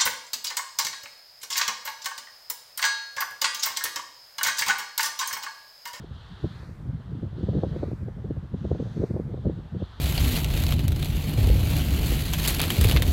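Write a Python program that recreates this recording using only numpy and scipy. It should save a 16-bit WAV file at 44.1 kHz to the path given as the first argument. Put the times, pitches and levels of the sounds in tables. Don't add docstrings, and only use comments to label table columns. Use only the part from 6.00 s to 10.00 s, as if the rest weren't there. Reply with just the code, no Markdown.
import sys
import numpy as np
from scipy import signal
from scipy.fft import rfft, irfft, next_fast_len
from scipy.io import wavfile
from scipy.ndimage import uniform_filter1d

SR = 44100
rng = np.random.default_rng(int(sys.argv[2]) if len(sys.argv) > 2 else 0)


def invert_db(level):
    return 10 ** (np.asarray(level, dtype=float) / 20)


def transcribe(u):
    v = np.clip(np.atleast_2d(u).T, -1, 1)
    q = np.round(v * 32767).astype(np.int16)
    wavfile.write(sys.argv[1], SR, q)


N = 176400


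def read(points, hz):
    f, value = np.transpose(points)
    return np.interp(np.log(hz + 1), np.log(f + 1), value, left=-120, right=-120)


def evened(x):
    return x / np.sqrt(np.mean(x ** 2) + 1e-20)


def unit(points, hz):
    power = invert_db(2 * read(points, hz))
    return power / power.sum()


def step(t, width):
    return .5 + .5 * np.tanh(t / width)


def coloured(x, points):
    size = next_fast_len(len(x))
    gain = invert_db(read(points, np.fft.rfftfreq(size, 1 / SR)))
    return irfft(rfft(x, size) * gain, size)[:len(x)]


def bell(t, rise_s, fall_s):
    return np.exp(-(t / np.where(t < 0, rise_s, fall_s)) ** 2)


def blades():
    # time of the pass in seconds, then the levels in dB of swish, hiss,
    # upper swish and body.
    passes = [(-.6, -56, -68, -80, -58), (.61, -52.5, -63, -78, -49.5), (1.84, -54.5, -64, -71.5, -51.5),
              (3.041, -57.5, -63, -63.5, -52.5), (4.26, -52.5, -64.5, -80, -49)]
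    # seconds before its pass, swish level in dB.
    faint = [(.9, -64), (.9, -56.5), (0.88, -62.5), (0.82, -67.5), (0.93, -60.5)]
    # frequency in Hz, density in dB per Hz.
    swish = [(1060, -37), (1800, -13.5), (2310, -15.5), (3190, -0.5), (3600, -1), (4260, -4.5), (5220, -18),
             (9000, -33), (11700, -61), (19800, -120)]
    # frequency in Hz, density in dB per Hz.
    hiss = [(2650, -36.5), (4500, 0.5), (5750, -10), (8250, -13), (13900, -18.5), (15200, -15)]
    # frequency in Hz, density in dB per Hz.
    body = [(500, -13.5), (900, -1), (1500, 0.5), (2000, -4), (2600, -11), (3200, -25.5)]
    # frequency in Hz, density in dB per Hz.
    air = [(150, -25), (250, -10), (514, -16.5), (643, -19.5), (725, -12.5), (1440, -16.5), (2420, -25),
           (3240, -27.5), (5150, -36.5), (15200, -53.5)]
    air_db = -50.5
    clear_s, clear_rise_s, swell_db_per_s = 0.471, .015, 3
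    break_s, swish_lag_s_per_khz = .04, .055
    faint_rise_s = 0.045
    lull_db, lull_s = -1, 0.037
    hiss_rise_s, hiss_fall_s, hiss_narrow_hz = .5, 0.14, 9000
    hiss_lag_s, hiss_lag_s_per_khz = -0.069, .012
    upper_hz, upper_width_hz, upper_swell_db_per_s = 6100, 780, 14.
    body_lead_s, body_rise_s, body_fall_s = 0.033, 0.38, 0.097
    rest_hz, jump_hz, back_s, dip_width_hz, dip_db = 2270, 870, 0.32, 330, -5.5

    hz = np.fft.rfftfreq(512, 1 / SR)[:, None]
    t = np.arange(N // 128 + 5) * 128 / SR
    power = unit(air, hz) * invert_db(2 * air_db) + 0 * t
    dip_hz = rest_hz + 0 * t
    lulls_db = 0 * t
    upper_band = 1 / (1 + ((hz - upper_hz) / upper_width_hz) ** 2) ** 2
    upper_band /= upper_band.sum()
    for (s, swish_db, hiss_db, upper_db, body_db), (early, faint_db) in zip(passes, faint):
        u = t - s
        clear = step(u + clear_s, clear_rise_s)
        before = np.minimum(u, 0)
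        near = clear * invert_db(2 * (swish_db + swell_db_per_s * before))
        far = invert_db(2 * faint_db) * step(u + early, faint_rise_s)
        gone = step(swish_lag_s_per_khz * (hz / 1000 - 3.6) - u, break_s)
        power += unit(swish, hz) * (near + far) * gone

        hiss_t = u - hiss_lag_s - hiss_lag_s_per_khz * hz / 1000
        hiss_swell = bell(hiss_t, hiss_rise_s / (1 + hz / hiss_narrow_hz), hiss_fall_s)
        power += unit(hiss, hz) * invert_db(2 * hiss_db) * hiss_swell

        upper_level = invert_db(2 * (upper_db + upper_swell_db_per_s * before))
        power += upper_band * upper_level * clear * step(.04 - u, .02)

        body_swell = bell(u + body_lead_s, body_rise_s, body_fall_s)
        power += unit(body, hz) * invert_db(2 * body_db) * body_swell

        lulls_db += lull_db * np.exp(-((u + clear_s + lull_s) / lull_s) ** 2)
        dip_hz += jump_hz * step(u + 0.085, 0.024) * np.exp(-(np.maximum(u, 0) / back_s) ** 2)
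    power *= invert_db(2 * lulls_db)
    power *= invert_db(2 * dip_db * np.exp(-((hz - dip_hz) / dip_width_hz) ** 2))

    real, imag, patches = rng.standard_normal((len(t), len(hz), 3)).T
    patches = uniform_filter1d(uniform_filter1d(patches, size=6, axis=0), size=20, axis=1)
    spectra = (real + 1j * imag) * np.sqrt(power) * invert_db(.7 * evened(patches))
    return signal.istft(spectra, nperseg=512, noverlap=384)[1][:N] / np.sqrt(3)


def deep_rush():
    # frequency in Hz, relative level in dB.
    deep = [(25, -20.5), (45, -3.5), (76, -5.5), (110, -7.5), (160, -47)]
    deep_db = -44
    return invert_db(deep_db) * evened(coloured(rng.standard_normal(N), deep))


def rumble():
    # time in seconds, rumble level in dB.
    gust = [(0.0, -39), (0.32, -50), (0.66, -39), (1.1, -38.5), (1.56, -34), (1.75, -31.5), (2.37, -38.5),
            (2.68, -36), (2.95, -35), (3.07, -39), (3.19, -41.5), (3.31, -30.5), (3.52, -38.5),
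            (3.66, -44.5), (3.81, -55), (4.0, -47.5)]
    # frequency in Hz, density in dB per Hz.
    rumble_tone = [(12, -44.5), (20, -11.5), (59, -2), (97, 2.5), (178, -4.5), (348, -24), (422, -23),
                   (700, -32), (910, -59), (1540, -120)]
    lump_db, lump_s = 4., 0.021
    bright_db_per_db = 0.1252

    t = np.arange(N) / SR
    size = max(round(lump_s * SR), 2)
    lump = evened(uniform_filter1d(uniform_filter1d(rng.standard_normal(N), size), size))
    level_db = np.interp(t, *np.transpose(gust)) + lump_db * lump
    noise = evened(coloured(rng.standard_normal(N), rumble_tone))
    upper = signal.sosfilt(signal.butter(2, 170, "high", fs=SR, output="sos"), noise)
    brighter = invert_db(bright_db_per_db * (level_db + 41.5)) - 1
    return invert_db(level_db) * (noise + upper * brighter)


def eddies():
    # start in seconds, snap level and thud level in dB before their trims, snap length in
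    # seconds before the 2 ms floor, snap brightness as a factor on its frequencies.
    strikes = [(0.042, -29, -60, 0.0057, 0.99), (0.309, -60, -35, 0.019, 1.4),
               (0.441, -18.5, -18.5, 0.015, 0.98), (0.527, -49, -37.5, 0.017, 1.3),
               (0.628, -43, -49, 0.02, 1.3), (0.694, -42.5, -28.5, 0.0054, 1.4),
               (0.798, -47, -31.5, 0.023, 1.3), (0.858, -35, -25.5, 0.018, 0.68),
               (0.935, -51, -22, 0.012, 2.2), (1.118, -33, -28, 0.016, 0.72),
               (1.149, -29, -31, 0.036, 0.61), (1.229, -25, -30, 0.023, 0.82),
               (1.249, -39, -39, 0.016, 0.97), (1.327, -43.5, -30.5, 0.015, 1.2),
               (1.381, -27, -29, 0.017, 0.82), (1.407, -32.5, -31, 0.015, 0.97),
               (1.433, -20, -16.5, 0.0086, 0.96), (1.469, -34, -24, 0.0048, 1.5),
               (1.486, -19, -16.5, 0.01, 1.23), (1.509, -26.5, -23, 0.0069, 0.96),
               (1.529, -28, -27, 0.014, 1.05), (1.55, -15.5, -16.5, 0.0093, 1),
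               (1.568, -22.5, -25, 0.024, 1.05), (1.583, -21, -19, 0.0059, 1),
               (1.632, -15.5, -24.5, 0.015, 1.31), (1.665, -21, -22, 0.0073, 0.99),
               (1.728, -29, -40, 0.013, 0.82), (1.76, -20, -29.5, 0.009, 1.14),
               (1.83, -13, -22, 0.0049, 1.23), (1.836, -20.5, -30, 0.0075, 1.2),
               (1.881, -25, -29, 0.0094, 0.89), (1.912, -26, -30.5, 0.0084, 1.22),
               (1.929, -21.5, -25.5, 0.0095, 0.78), (2.028, -28.5, -34, 0.012, 0.71),
               (2.081, -26.5, -30.5, 0.011, 1.08), (2.174, -52, -31, 0.0052, 1.05),
               (2.244, -30.5, -27.5, 0.028, 0.96), (2.305, -18.5, -24, 0.012, 0.89),
               (2.375, -38.5, -22.5, 0.0096, 0.88), (2.451, -32.5, -34, 0.012, 0.64),
               (2.541, -19, -21.5, 0.0084, 0.69), (2.607, -31, -24.5, 0.014, 0.51),
               (2.648, -19, -21.5, 0.01, 0.83), (2.712, -16.5, -17.5, 0.015, 1.06),
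               (2.746, -27.5, -33, 0.019, 1.22), (2.797, -17.5, -25.5, 0.011, 0.94),
               (2.823, -22.5, -36, 0.0085, 0.94), (2.854, -38, -25.5, 0.018, 1.37),
               (2.975, -21.5, -33, 0.0066, 0.81), (2.996, -20.5, -21.5, 0.02, 0.77),
               (3.017, -19.5, -30, 0.0073, 1.12), (3.035, -11.5, -21, 0.0094, 1.064),
               (3.106, -16.5, -20, 0.008, 0.89), (3.14, -27, -22, 0.018, 0.98),
               (3.161, -21, -37, 0.014, 1.29), (3.195, -17, -26.5, 0.008, 1.06),
               (3.293, -34, -37, 0.031, 1), (3.339, -23, -31.5, 0.01, 1.08),
               (3.373, -31, -43, 0.0084, 1.14), (3.452, -27, -18.5, 0.02, 1.27),
               (3.465, -20, -24.5, 0.013, 1.04), (3.479, -13.5, -16.5, 0.0079, 0.61),
               (3.494, -18, -50, 0.011, 0.99), (3.578, -33, -29, 0.018, 0.89),
               (3.599, -38.5, -34.5, 0.009, 1.2), (3.723, -49, -27, 0.021, 1.3),
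               (3.746, -28.5, -25.5, 0.024, 0.96), (3.768, -30, -28.5, 0.0061, 0.9),
               (3.8, -36.5, -29, 0.012, 1.4), (3.82, -22, -21.5, 0.0098, 1.14)]
    # frequency in Hz, relative level in dB.
    snap_tone = [(150, -9.5), (250, -1.5), (450, -3), (650, -17), (900, -31), (1300, -40), (2000, -66)]
    # frequency in Hz, relative level in dB.
    thud_tone = [(25, -29), (50, -5.5), (80, -2.5), (130, -1.5), (200, -5), (300, -31), (500, -64)]
    snap_trim_db, thud_trim_db, thud_longer, rise_s = -6, -2.5, 1.65, 0.0053
    skirt, skirt_s = 0.064, 0.037
    kick, kick_s = 1.9, .004
    lead_s = .04

    out = np.zeros(N + 8192)
    t = np.arange(8192) / SR - lead_s
    for s, snap_db, thud_db, length, bright in strikes:
        snap_noise, thud_noise = rng.standard_normal((2, len(t)))
        snap_noise += kick * np.sign(snap_noise[0]) * np.exp(-((t - kick_s) * SR / 8) ** 2)
        snap = [(hz * bright, db) for hz, db in snap_tone]
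        layers = ((snap_noise, snap, snap_db + snap_trim_db, length),
                  (thud_noise, thud_tone, thud_db + thud_trim_db, length * thud_longer))
        for noise, tone, db, long in layers:
            window = step(t, rise_s) * np.exp(-(np.maximum(t, 0) / max(long, .002)) ** 2)
            window += skirt * np.exp(-((t - long / 2) / skirt_s) ** 2)
            burst = coloured(noise * window, tone)
            burst *= invert_db(db) * np.sqrt((window ** 2).sum() / (burst ** 2).sum())
            at = round((s - lead_s) * SR)
            out[max(at, 0):at + len(t)] += burst[max(-at, 0):]
    return out[:N]


def scene():
    return (blades() + deep_rush() + rumble() + eddies())[None]


def low_pass(x):
    return signal.sosfilt(signal.butter(12, 15340, fs=SR, output="sos"), x)


def record(dry):
    bass_cut_hz, self_noise_db, edge_hz = 51.5, -83.5, 15300
    mix = signal.sosfilt(signal.butter(2, bass_cut_hz, "high", fs=SR, output="sos"), dry)
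    mix = mix + invert_db(self_noise_db) * rng.standard_normal(dry.shape)
    lowpass = signal.firwin(1023, edge_hz, window=("kaiser", 9), fs=SR)
    mix = signal.oaconvolve(mix, lowpass[None], "same")
    return low_pass(mix)


dry = scene()
out = record(dry)
transcribe(out)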